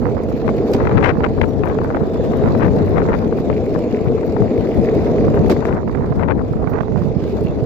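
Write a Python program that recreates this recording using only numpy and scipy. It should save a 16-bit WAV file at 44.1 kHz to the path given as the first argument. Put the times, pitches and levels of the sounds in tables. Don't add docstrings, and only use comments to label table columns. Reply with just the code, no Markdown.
import sys
import numpy as np
from scipy import signal
from scipy.io import wavfile
from scipy.ndimage import uniform_filter1d, minimum_filter1d

SR = 44100
rng = np.random.default_rng(int(sys.argv[2]) if len(sys.argv) > 2 else 0)


def master_out(mix):
    frames = np.transpose(np.atleast_2d(mix))
    ceiling = np.clip(frames, -1, 1)
    pcm = np.round(ceiling * 32767).astype(np.int16)
    wavfile.write(sys.argv[1], SR, pcm)


def voltage_ratio(decibels):
    exponent = np.asarray(decibels, float) / 20
    return 10 ** exponent


N = 337365
TIME = np.arange(N) / SR

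# f/Hz, width/Hz, level/dB
DECK_MODES = [(225.2, 44, -2), (314, 98, -4.5), (447.7, 75.5, 1.5), (633, 106, -9.5), (772, 135, -14.5)]
# t/s, deck blow/dB, rattle/dB, time for the rattle to fall 60 dB/s
ROAD_CRACKS = [
    (0.735, -20, -22.5, 0.039),
    (0.7465, 8, -35.5, 0.069),
    (5.4975, -7, -28.5, 0.046),
    (5.503, 14.5, -33.5, 0.13),
    (5.512, -18, -31.5, 0.08),
    (5.652, 2, -40, 0.059),
    (5.673, 1.5, -47, 0.084),
]


def evened(x):
    return x / np.sqrt(np.mean(x ** 2, -1, keepdims=True) + 1e-20)


def read(points, hz):
    f, value = np.transpose(points)
    return np.interp(np.log(hz + 1), np.log(f + 1), value)


def curves(rows):
    s, *columns = np.transpose(rows)
    return np.array([np.interp(TIME, s, c) for c in columns])


def coloured(x, points, lo_hz, hi_hz):
    hz = abs(np.fft.fftfreq(8192, 1 / SR))
    log_gain = np.log(voltage_ratio(np.maximum(read(points, hz), -100)))
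    taps = np.fft.ifft(np.exp(np.conj(signal.hilbert(log_gain)))).real[:4096]
    inside = np.mean(np.exp(2 * log_gain) * (hz > lo_hz) * (hz < hi_hz))
    return signal.oaconvolve(x, taps[None] / np.sqrt(inside), axes=1)[:, :N]


def resonate(x, hz, width):
    turn = np.exp(2j * np.pi * np.cumsum(hz * np.ones(N)) / SR)
    r = np.exp(-np.pi * width / SR)
    return 2 * (turn * signal.lfilter([1 - r], [1, -r], x / turn + 1e-18)).real


def lumps(per_s, channels):
    size = int(SR / per_s)
    noise = rng.standard_normal((channels, N))
    return evened(uniform_filter1d(uniform_filter1d(noise, size), size))


def bursts(s, db, t60, rise=0.00037):
    train = np.zeros(N)
    np.add.at(train, (np.array(s) * SR).astype(int), voltage_ratio(db))
    t = TIME[:SR // 4]
    return signal.oaconvolve(train, voltage_ratio(-60 * t / t60) * (1 - np.exp(-t / rise)))[:N]


def wavelets(rows, gain_db, cycles):
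    out = np.zeros(N + SR)
    for (s, db, hz), turn in zip(rows, rng.random(len(rows))):
        u = np.arange(-cycles, 3.2 * cycles, hz / SR)
        at = max(int((s - cycles / hz) * SR), 0)
        reach = np.where(u < 0, cycles, 1.94 * cycles)
        swell = np.exp(-(2 * u / reach) ** 2)
        out[at:at + len(u)] += voltage_ratio(db + gain_db) * swell * np.cos(2 * np.pi * (u + turn))
    return out[:N]


def gust_strength(gusts):
    gusting = np.zeros(N)
    for s, length, db in gusts:
        span = slice(int(s * SR), int((s + length) * SR))
        gusting[span] += voltage_ratio(db) * signal.windows.tukey(span.stop - span.start, .7)
    return gusting


def wind():
    # t/s, left level/dB, right level/dB
    headwind = [(0.0, -30, -17.5), (0.55, -34.5, -23.5), (0.95, -10.5, -17), (1.2, -21, -18),
                (1.5, -15, -31.5), (1.85, -22.5, -16.5), (2.1, -19.5, -22.5), (2.5, -14, -22),
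                (3.0, -16.5, -19), (3.6, -23, -25.5), (4.55, -21.5, -29), (5.35, -17, -14.5),
                (5.65, -16.5, -28.5), (5.95, -23.5, -16), (6.3, -13.5, -24), (6.6, -25, -17),
                (7.05, -30, -19), (7.5, -22, -22)]
    # f/Hz, level per Hz/dB
    buffet_colour = [(20, -18), (45, -4), (90, 2), (150, -1), (260, -4.5), (500, -12.5), (900, -23.5),
                     (2000, -73)]
    eddy_colour = [(150, 5), (400, 10.5), (1000, 7.5), (2000, -9), (3000, -43.5), (4500, -59.5),
                   (7000, -71.5), (10000, -105.5)]
    snap_colour = [(300, -38.5), (800, -9.5), (1500, 14), (2400, 10), (3600, -10), (5000, -22), (8000, -38),
                   (11000, -55)]
    # t/s, level/dB
    pops_left = [(0.478, -5.5), (0.49, -8), (0.805, -14), (0.872, -5.5), (0.893, -12.5), (0.981, -8),
                 (1.027, -5), (1.044, -6), (1.061, -8), (1.079, -14), (1.085, -20), (1.102, -16),
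                 (1.11, -24), (1.242, -2.5), (1.262, -9.5), (1.385, -21), (1.415, 1.5), (1.432, -21),
                 (1.636, -6.5), (1.668, -21), (1.675, -16), (1.699, -25), (1.787, -12.5), (1.902, -13),
                 (1.968, -7.5), (2.596, -16), (2.623, -15), (2.633, -13), (2.645, -20), (2.681, -10.5),
                 (2.968, -12.5), (2.981, -7), (3.018, -14.5), (3.087, -13), (3.131, -9), (3.139, -12),
                 (3.325, -16), (3.385, -15.5), (3.5, -7), (3.75, -19), (3.759, -16), (4.063, -22),
                 (4.18, -17.5), (4.231, -23), (4.366, -13.5), (4.42, -18), (5.343, -13), (5.372, -14),
                 (5.689, -14), (5.726, -12.5), (6.198, -29), (6.213, -21), (6.233, -9), (6.285, -9),
                 (6.299, -17), (6.309, -8), (6.319, -7), (6.392, -17), (6.413, -23), (6.627, -22)]
    pops_right = [(0.054, -12.5), (0.067, -19), (0.074, -34), (0.168, -22), (0.178, -22), (0.19, -21),
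                  (0.317, -22.5), (0.445, -27), (0.75, -20), (0.913, -10), (1.153, -22), (1.171, -22),
                  (1.205, -13), (1.225, -24), (1.269, -25), (1.711, -20), (1.736, -33), (1.75, -19),
                  (1.846, -13), (1.911, -18.5), (1.946, -11), (2.159, -21), (2.437, -15), (2.459, -16),
                  (2.478, -23), (2.484, -24), (2.5, -27), (2.794, -22.5), (3.053, -18), (3.095, -14.5),
                  (5.242, -17), (5.281, -17.5), (5.778, -20), (5.83, -25), (5.877, -14), (5.895, -19),
                  (5.95, -14.5), (5.973, -18), (5.987, -28), (6.007, -34), (6.044, -29), (6.124, -19),
                  (6.698, -26.5), (6.534, -22), (6.641, -19), (6.664, -28), (6.673, -11), (6.721, -26),
                  (6.735, -13), (6.758, -20.0), (6.773, -28), (6.788, -28), (6.745, -25), (6.807, -9),
                  (6.832, -19), (6.881, -22), (6.92, -24.5), (6.958, -18), (6.971, -26), (7.02, -28)]
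    # t/s, level/dB
    pops_more = [
        [(0.852, -9), (0.919, -11), (0.972, -7), (1.01, -13), (1.816, -18), (2.335, -14), (2.48, -20), (2.549, -11.5), (5.497, -11), (5.522, -14), (5.565, -14), (5.624, -18), (5.653, -20)],
        [(0.845, -19.5), (0.871, -15), (2.544, -24), (3.12, -14.5), (5.497, -11), (5.522, -12), (5.653, -20), (5.735, -23)],
    ]
    # start t/s, length/s, level/dB
    gusts_left = [(0.88, 0.27, -29.5), (.966, 0.024, -18), (1.02, 0.11, -11.5), (1.066, 0.043, -19.5),
                  (1.226, 0.036, -13), (1.375, 0.011, -27), (1.424, 0.023, -16.5), (1.63, 0.11, -21),
                  (2.26, 0.22, -38.5), (2.7, 0.5, -47.5), (1.74, 0.32, -38.5), (.76, 0.16, -28.5),
                  (2.46, 0.036, -28), (2.58, 0.11, -21), (2.94, 0.1, -24.5), (3.08, 0.091, -24),
                  (4.05, 0.021, -38), (4.17, 0.035, -44), (4.225, 0.016, -30.5), (4.86, 0.047, -40),
                  (5.0, 0.12, -48), (5.36, 0.035, -31.5), (5.61, 0.18, -30.5), (6.17, 0.098, -25),
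                  (6.275, 0.05, -21), (6.37, 0.049, -34.5), (6.6, 0.051, -47)]
    gusts_right = [(0.0, 0.12, -37), (.14, 0.1, -42), (.8, 0.3, -44), (1.12, 0.24, -39),
                   (2.42, 0.15, -33.5), (3.04, 0.073, -36.5), (5.2, 0.3, -47), (5.7, 0.14, -36),
                   (5.85, 0.38, -42.5), (6.62, 0.16, -49), (6.7, 0.13, -30.5), (6.84, 0.061, -45)]
    # t/s, level/dB
    shoves = [(0.458, -9), (2.37, -14), (3.47, -8), (4.04, -14.5), (4.27, -17), (4.401, -4.5), (4.58, -13),
              (4.769, -4), (5.0, -11), (5.44, -20.5), (7.33, -11.5)]

    wind_db = curves(headwind)
    level = voltage_ratio(wind_db)
    buffet = rng.standard_normal((2, N)) * voltage_ratio(2.0 * lumps(28, channels=2) + 0.68 * lumps(22, channels=2))
    clumps = evened(voltage_ratio(4.5 * lumps(200, channels=2) + 2.2 * lumps(40, channels=2)))
    force = clumps * voltage_ratio(-50 + 1.7 * (wind_db + 20) + 5.7 * lumps(21, channels=2))
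    cores = np.zeros((2, N))
    ports = (gusts_left, pops_left + pops_more[0]), (gusts_right, pops_right + pops_more[1])
    for port, (gusts, pops) in enumerate(ports):
        gusting = gust_strength(gusts)
        shed = np.floor(np.cumsum(75 / SR * clumps[1 - port]))
        at = np.flatnonzero((np.diff(shed) > 0) & (gusting[1:] > 1e-4))
        gust_db = 20 * np.log10(gusting[at])
        size_db = 0.7 * (gust_db + 27) - 21 + 3 * rng.standard_normal(N)[at]
        scrape = 0.57 * gusting * clumps[port] ** .5
        force[port] += scrape + bursts(at / SR, size_db, 0.017, 0.0012)
        cores[port, at + 40] = -voltage_ratio(size_db + 11.5)
        s, db = np.transpose(pops)
        force[port] += bursts(s - .002, db + 10, 0.015, 0.0059)
        level[port] += bursts(s - 0.04, db + 3, 0.039, 0.04)
        cores[port, (s * SR).astype(int) + 60] = -voltage_ratio(db + 14.0)
    level[0] += bursts(*np.transpose(shoves), 0.18, 0.0061)

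    spikes = rng.random((2, N)) < 2500 / SR
    small = evened(rng.standard_normal((2, N)) * (.2 + spikes)) * force + cores
    hard = small * np.sqrt(abs(force)) * voltage_ratio(-0.5)
    hard[:, 1:] += voltage_ratio(11.5) * np.diff((small - cores) * uniform_filter1d(abs(force), size=900))
    soft = small / np.sqrt(1 + abs(force) / voltage_ratio(-33.5))
    low = coloured(buffet * level, buffet_colour, 30, 170)
    return low + coloured(soft, eddy_colour, 1238, 2400) + coloured(hard, snap_colour, 600, 3500)


def deck(drive):
    out = 0
    for k, (hz, width, db) in enumerate(DECK_MODES):
        mode = signal.iirpeak(hz, hz / (1.7 * width), SR)
        twice = signal.lfilter(*mode, signal.lfilter(*mode, drive))
        out = out + (-1) ** k * voltage_ratio(db) * twice / np.sqrt(width)
    return out


def knocks():
    t = TIME[:SR // 4]
    ring = 0
    for hz, width, db in DECK_MODES:
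        fade = np.exp(-np.pi * .35 * width * t)
        ring = ring + voltage_ratio(db) * (hz / 440) ** 1.3 * np.sin(2 * np.pi * hz * t) * fade
    blows = np.zeros(N)
    for s, db, _, _ in ROAD_CRACKS:
        blows[int(s * SR)] = voltage_ratio(db - 19.5)
    return signal.oaconvolve(blows, ring)[:N]


def hiss(level_db):
    # f/Hz, level per Hz/dB
    hiss_colour = [(530, -37.5), (900, -3), (1080, -4.5), (1450, -10.5), (2450, -11.5), (3180, -20.5),
                   (3500, -17.5), (4770, -20), (5510, -25), (7300, -26.5), (9500, -40), (11800, -34),
                   (14200, -31), (15400, -51.5)]
    # f/Hz, left minus right/dB
    hiss_side = [(900, -2), (2000, 2), (3300, -5.5), (5500, -7.5), (7500, -2.5), (9500, 13.5),
                 (15000, -1.5)]
    # f/Hz, likeness (1 = the same)
    hiss_same = [(900, 0.79), (2000, 0.44), (3300, 0.13), (6000, 0.1), (15000, 0.2)]

    frames, hz = N // 128 + 5, np.fft.rfftfreq(512, 1 / SR)
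    a, b, c, d, patches = rng.standard_normal((frames, 257, 5)).T
    patches = uniform_filter1d(uniform_filter1d(patches, size=6, axis=0), size=16, axis=1)
    flicker = evened(np.minimum(rng.exponential(1, frames), 4) - 1)
    same = np.clip(read(hiss_same, hz), -1, 1)[:, None]
    left = a + 1j * b
    lag = np.exp(-2j * np.pi * hz * 4 / SR)[:, None]
    right = (same * left + np.sqrt(1 - same ** 2) * (c + 1j * d)) * lag
    z = np.array([left, right])
    z *= voltage_ratio(read(hiss_colour, hz)[:, None] + 2.1 * patches / patches.std() + 2.3 * flicker)
    z /= np.sqrt(np.mean(abs(z[:, (hz > 3500) & (hz < 7500)]) ** 2))
    z *= voltage_ratio(np.outer([.5, -.5], read(hiss_side, hz)))[..., None]
    noise = signal.istft(z, nperseg=512, noverlap=384)[1][:, :N]
    return noise * voltage_ratio(level_db - 11)


def board():
    # t/s, level/dB
    roll = [(0.0, -22), (0.3, -23), (0.72, -16.5), (1.0, -22), (1.45, -23.5), (2.05, -22), (2.3, -19),
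            (2.75, -19), (3.2, -22), (3.75, -19.5), (4.2, -21.5), (4.9, -17), (5.2, -17), (5.68, -20),
            (5.8, -27.5), (6.3, -27), (6.8, -27), (7.4, -24.5)]
    # middle t/s, length/s, added level/dB
    sand = [
        (2.29, 0.16, 1),
        (6.308, 0.16, -5),
        (7.026, 0.11, 5.5),
        (7.287, 0.24, 5),
    ]

    rumble_db = curves(roll)[0]
    grit = rng.standard_normal((2, N)) * voltage_ratio(1.38 * lumps(91, channels=1))
    s, db, _, _ = np.transpose(ROAD_CRACKS)
    shudder = bursts(s, db - 20, 0.07)
    sand_db = sum(db * np.exp(-(2 * (TIME - s) / length) ** 2) for s, length, db in sand)
    common = evened(deck(grit[0])) * (voltage_ratio(rumble_db + 3.0) + shudder) + knocks()
    apart = 0.11 * evened(deck(grit[1])) * voltage_ratio(rumble_db)
    late = np.roll(common, 5)
    shaking = np.array([common * voltage_ratio(0.6) + apart, late - apart])
    return shaking + hiss(-54 + 0.77 * (rumble_db + 22.5) + sand_db)


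def stones():
    # t/s, peak level/dB, f/Hz
    pebbles = [(0.2006, -36, 2111), (0.5869, -31, 2331), (0.736, -38, 2400), (0.7485, -32, 2528),
               (0.9438, -34, 1895), (1.4155, -15.5, 2260), (1.4168, -19.5, 2250), (2.4601, -37, 1863),
               (2.8812, -32, 1940), (3.5295, -28.5, 2174), (3.566, -33, 2164), (3.5801, -35, 2255),
               (3.6651, -33, 2185), (3.9185, -36, 2390), (3.947, -27.5, 2190), (3.9714, -32, 2213),
               (4.0731, -33, 2090), (4.0848, -33, 2375), (4.2123, -39, 2136), (4.4807, -34, 2005),
               (4.5784, -31, 2097), (4.6306, -35, 1942), (4.6717, -32, 2149), (4.6926, -35, 2044),
               (4.7192, -32, 2287), (4.8497, -31, 2185), (4.8717, -31, 2045), (4.8885, -23.5, 1969),
               (4.9526, -35, 2063), (4.9924, -31, 2072), (5.1841, -29, 2027), (5.2107, -33, 2084),
               (5.4629, -31.5, 1873), (5.4985, -20.5, 1400), (5.5219, -28, 1847), (5.505, -26, 2600),
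               (5.6539, -21, 2040), (7.471, -31, 2650)]
    # t/s, peak level/dB
    jolts = [(0.209, -14), (0.605, -2), (0.933, -7), (1.08, -6), (1.189, -7), (1.315, -13), (1.607, -5),
             (1.658, -22), (1.772, -4.5), (1.912, -6.5), (1.971, -10), (2.032, -4), (2.197, -4.5),
             (2.371, -13), (2.424, -12), (2.549, -10), (2.76, -17.5), (2.841, -4.5), (3.03, -5.5),
             (3.089, -6), (3.16, -21), (3.258, -6.5), (3.327, -4.5), (3.438, -3.5), (3.68, -3),
             (3.874, -10), (3.945, -4.5), (4.105, -2.5), (4.151, -7), (4.245, -5.5), (4.33, -9),
             (4.414, -7), (4.561, -8), (4.822, -20.5), (4.889, -8), (4.93, -1.5), (5.082, -23),
             (5.175, -18), (5.371, -7), (5.672, -9), (6.319, -21), (6.748, -7), (7.286, -12), (7.33, -6),
             (7.415, -9)]

    detune = 1 + 0.042 * rng.standard_normal(len(jolts))
    tuned = [(s, db, 439.6 * d) for (s, db), d in zip(jolts, detune)]
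    both = wavelets(pebbles, gain_db=7.5, cycles=1.6) + wavelets(tuned, gain_db=-6.5, cycles=4.6)
    return np.array([both * voltage_ratio(0.7), np.roll(both, 5)])


def dog():
    # t/s, level/dB
    claws = [(0.2353, -44.5), (0.2962, -44), (0.326, -51), (0.363, -52.5), (0.4775, -46), (0.5666, -45),
             (0.672, -46), (0.717, -38), (0.732, -34), (0.8263, -50), (0.8325, -46), (0.853, -42.5),
             (1.4152, -42.5), (1.488, -52), (1.581, -54), (1.6571, -41.5), (1.6854, -41.5), (1.7135, -51.5),
             (1.8415, -42), (1.973, -51), (2.068, -47), (2.371, -42), (2.588, -41.5), (2.6638, -49),
             (2.467, -46.5), (2.764, -44), (2.8617, -43), (2.8924, -41.5), (2.9921, -44.5), (3.012, -51),
             (3.0882, -45.5), (3.1712, -47), (3.3558, -56), (3.372, -46), (3.3895, -44.5), (3.5676, -46),
             (3.6608, -46), (3.7276, -50), (3.7903, -46), (4.0482, -51), (4.2622, -51.5), (4.579, -47),
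             (4.6889, -44), (4.7456, -44), (4.8562, -47.5), (4.9484, -40.5), (5.036, -47), (5.3503, -42),
             (5.3887, -48), (5.4607, -44.5), (5.4834, -40.5), (5.498, -29.5), (6.1594, -45.5), (6.696, -47),
             (7.4084, -44), (7.439, -45), (7.6338, -46)]
    # f/Hz, level per Hz/dB
    claw_colour = [(1500, -16), (2500, -4), (5000, 3), (8000, -4.5), (10500, -4), (13500, 6.5),
                   (15300, -18.5)]
    # t/s, level/dB, low pitch relative to the high one/dB
    chinks = [
        (0.3636, -52.5, -19),
        (1.488, -49.5, -1),
        (2.6624, -52.5, -7),
        (3.0878, -54.5, -8),
        (4.262, -47, -11),
        (6.6962, -46, -15),
    ]
    # f/Hz, time to fall 60 dB/s
    tag = [(5720, 0.17), (13600, 0.077)]

    s, db = np.transpose(claws)
    ticks = bursts(s, db + 4, 0.0079, 0.00039) * voltage_ratio([[1.75], [-1.75]])
    puff = rng.standard_normal(N)
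    puff[(s * SR).astype(int) + 15] = 4.0
    noise = np.array([puff, np.roll(puff, 8)]) + .5 * rng.standard_normal((2, N))
    out = coloured(ticks * noise, claw_colour, 5800, 18000)
    s, db, low_db = np.transpose(chinks)
    for (hz, t60), level_db in zip(tag, (db + low_db, db)):
        twin = .6 * np.sin(2 * np.pi * hz * .985 * TIME)
        out += bursts(s, level_db, t60) * (np.sin(2 * np.pi * hz * TIME) + twin)
    return out


def thuds():
    # t/s, peak level/dB, f/Hz
    thuds_left = [(0.342, -2, 191), (0.484, -11, 142), (0.964, -1, 129), (1.031, -7, 123), (1.419, -4, 170),
                  (1.56, -5, 182), (2.4, -1, 139), (2.468, -4, 148), (2.884, -9, 153), (2.944, 0, 153),
                  (3.497, -1, 165), (3.546, -6, 162), (3.764, -1.5, 145), (3.933, -1.5, 184),
                  (4.018, -3, 159), (4.076, 3.5, 139), (4.435, -7, 140), (4.608, -2, 158), (4.759, -3, 150),
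                  (4.796, -1, 186), (4.817, 1, 151), (4.964, 1, 184), (5.007, -3, 144), (5.205, -2, 181),
                  (5.416, -2, 137), (5.451, -15, 136), (5.628, -9, 134), (5.736, 2, 177), (6.289, -5, 155),
                  (6.369, 0, 162), (6.56, 0, 166), (7.032, -5, 142), (7.089, -6, 161)]
    thuds_right = [(0.463, -4, 144), (0.587, -3.5, 133), (0.749, -0.5, 163), (0.839, 2, 111.5),
                   (0.941, -3, 161), (1.129, -1, 148), (1.185, 5, 173), (1.28, -6, 187), (2.02, 3, 176),
                   (2.194, -7, 154), (2.442, 5, 160.5), (2.477, -11, 178), (2.499, -1, 131),
                   (2.691, -7, 179), (2.774, 0.5, 174), (3.082, -5, 141), (3.402, -4, 157),
                   (3.781, -8, 185), (4.357, -4, 115), (5.023, -9, 170), (5.196, -4, 168), (5.26, 0, 157),
                   (5.287, 5, 163), (5.399, 6.5, 155), (5.998, -6, 140), (6.108, 2.5, 141),
                   (6.186, -4, 151), (6.393, -10, 172), (6.513, 1.5, 149), (6.675, -1, 149),
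                   (6.811, 2, 151), (6.955, 3, 149), (6.975, 0.5, 162), (7.017, 2.5, 160), (7.168, 6, 149),
                   (7.45, 4.5, 177),
                   (7.055, 1, 148),
        (7.104, -2, 129),
        (7.226, -2, 150),
        (7.415, -2, 170),
        (7.499, 0, 141),
        (7.629, 2, 130),
    ]
    ports = (thuds_left, thuds_right)
    return np.array([wavelets(rows, gain_db=-3.5, cycles=0.97) for rows in ports])


def rattle():
    # f/Hz, level per Hz/dB
    rattle_colour = [(600, 0.5), (1500, -6), (3000, -7.5), (5000, -11), (8000, -21), (10500, -34),
                     (13500, -18.5), (15300, -38)]
    shake = sum(bursts([s], db, t60) for s, _, db, t60 in ROAD_CRACKS)
    noise = rng.standard_normal((2, N)) + 0.38 * rng.standard_normal(N)
    return coloured(noise * shake * voltage_ratio(1.3 * lumps(250, channels=1)), rattle_colour, 2100, 8000)


def whistle(rows, width, left_db):
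    hz, db = curves(rows)
    on = (TIME > rows[0][0]) & (TIME < rows[-1][0])
    band = resonate(resonate(rng.standard_normal(N), hz, width), hz, width)
    return evened(band) * voltage_ratio(db) * on * voltage_ratio([[left_db], [-left_db]])


def bearings():
    # t/s, f/Hz, level/dB
    whine = [
        (2.05, 3620, -66),
        (2.2, 3480, -56),
        (2.32, 3680, -58),
        (2.42, 3790, -55),
        (2.55, 3960, -54.5),
        (2.68, 4020, -66),
    ]
    # t/s, f/Hz, level/dB
    squeak = [
        (7.43, 2650, -60),
        (7.47, 2720, -49),
        (7.53, 2600, -57),
    ]
    # t/s, f/Hz, level/dB
    drone = [
        (3.15, 2300, -57.5),
        (3.9, 2270, -55),
        (4.9, 1970, -51.5),
        (5.45, 2020, -58.5),
    ]
    singing = whistle(whine, 200, -2.8) + whistle(squeak, 160, -2.5)
    return singing + whistle(drone, 600, 1.5) * voltage_ratio(5.2 * lumps(160, channels=1))


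def scene():
    singing = bearings()
    return wind() + board() + rattle() + dog() + singing + thuds() + stones()


def thinned(x):
    # f/Hz, limit relative to the 5-7 kHz hiss/dB
    kept_above = [(6000, -22), (7600, -4), (8300, -2), (9800, -6.5), (11200, -3.5), (12000, -7),
                  (13600, -9), (14600, -11), (15300, -4)]

    hz, _, z = signal.stft(np.pad(x, ((0, 0), (498, 0))), SR, "cosine", 2048, 1024)
    power = np.add.reduceat(abs(z) ** 2, np.arange(0, len(hz), 3), axis=1) / 3
    power = power[:, np.arange(len(hz)) // 3]
    steady = signal.medfilt(power[:, (hz > 5000) & (hz < 7000)].mean((0, 1)), 15)
    lose = power < steady * voltage_ratio(read(kept_above, hz))[:, None] ** 2
    lost = signal.istft(z * lose, SR, "cosine", 2048, 1024)[1][:, 498:498 + N]
    click = uniform_filter1d(lost ** 2, size=96) > 4.5 * uniform_filter1d(lost ** 2, size=3000)
    spared = uniform_filter1d(-minimum_filter1d(-1. 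* click, size=700), size=64)
    return x - lost * (1 - voltage_ratio(-48) - spared)


def top_cut(x):
    return signal.sosfilt(signal.butter(12, 15690, fs=SR, output="sos"), x)


def record(dry):
    overloaded = np.tanh(dry * 0.79) / 1.009
    return top_cut(thinned(overloaded))


dry = scene()
out = record(dry)
master_out(out)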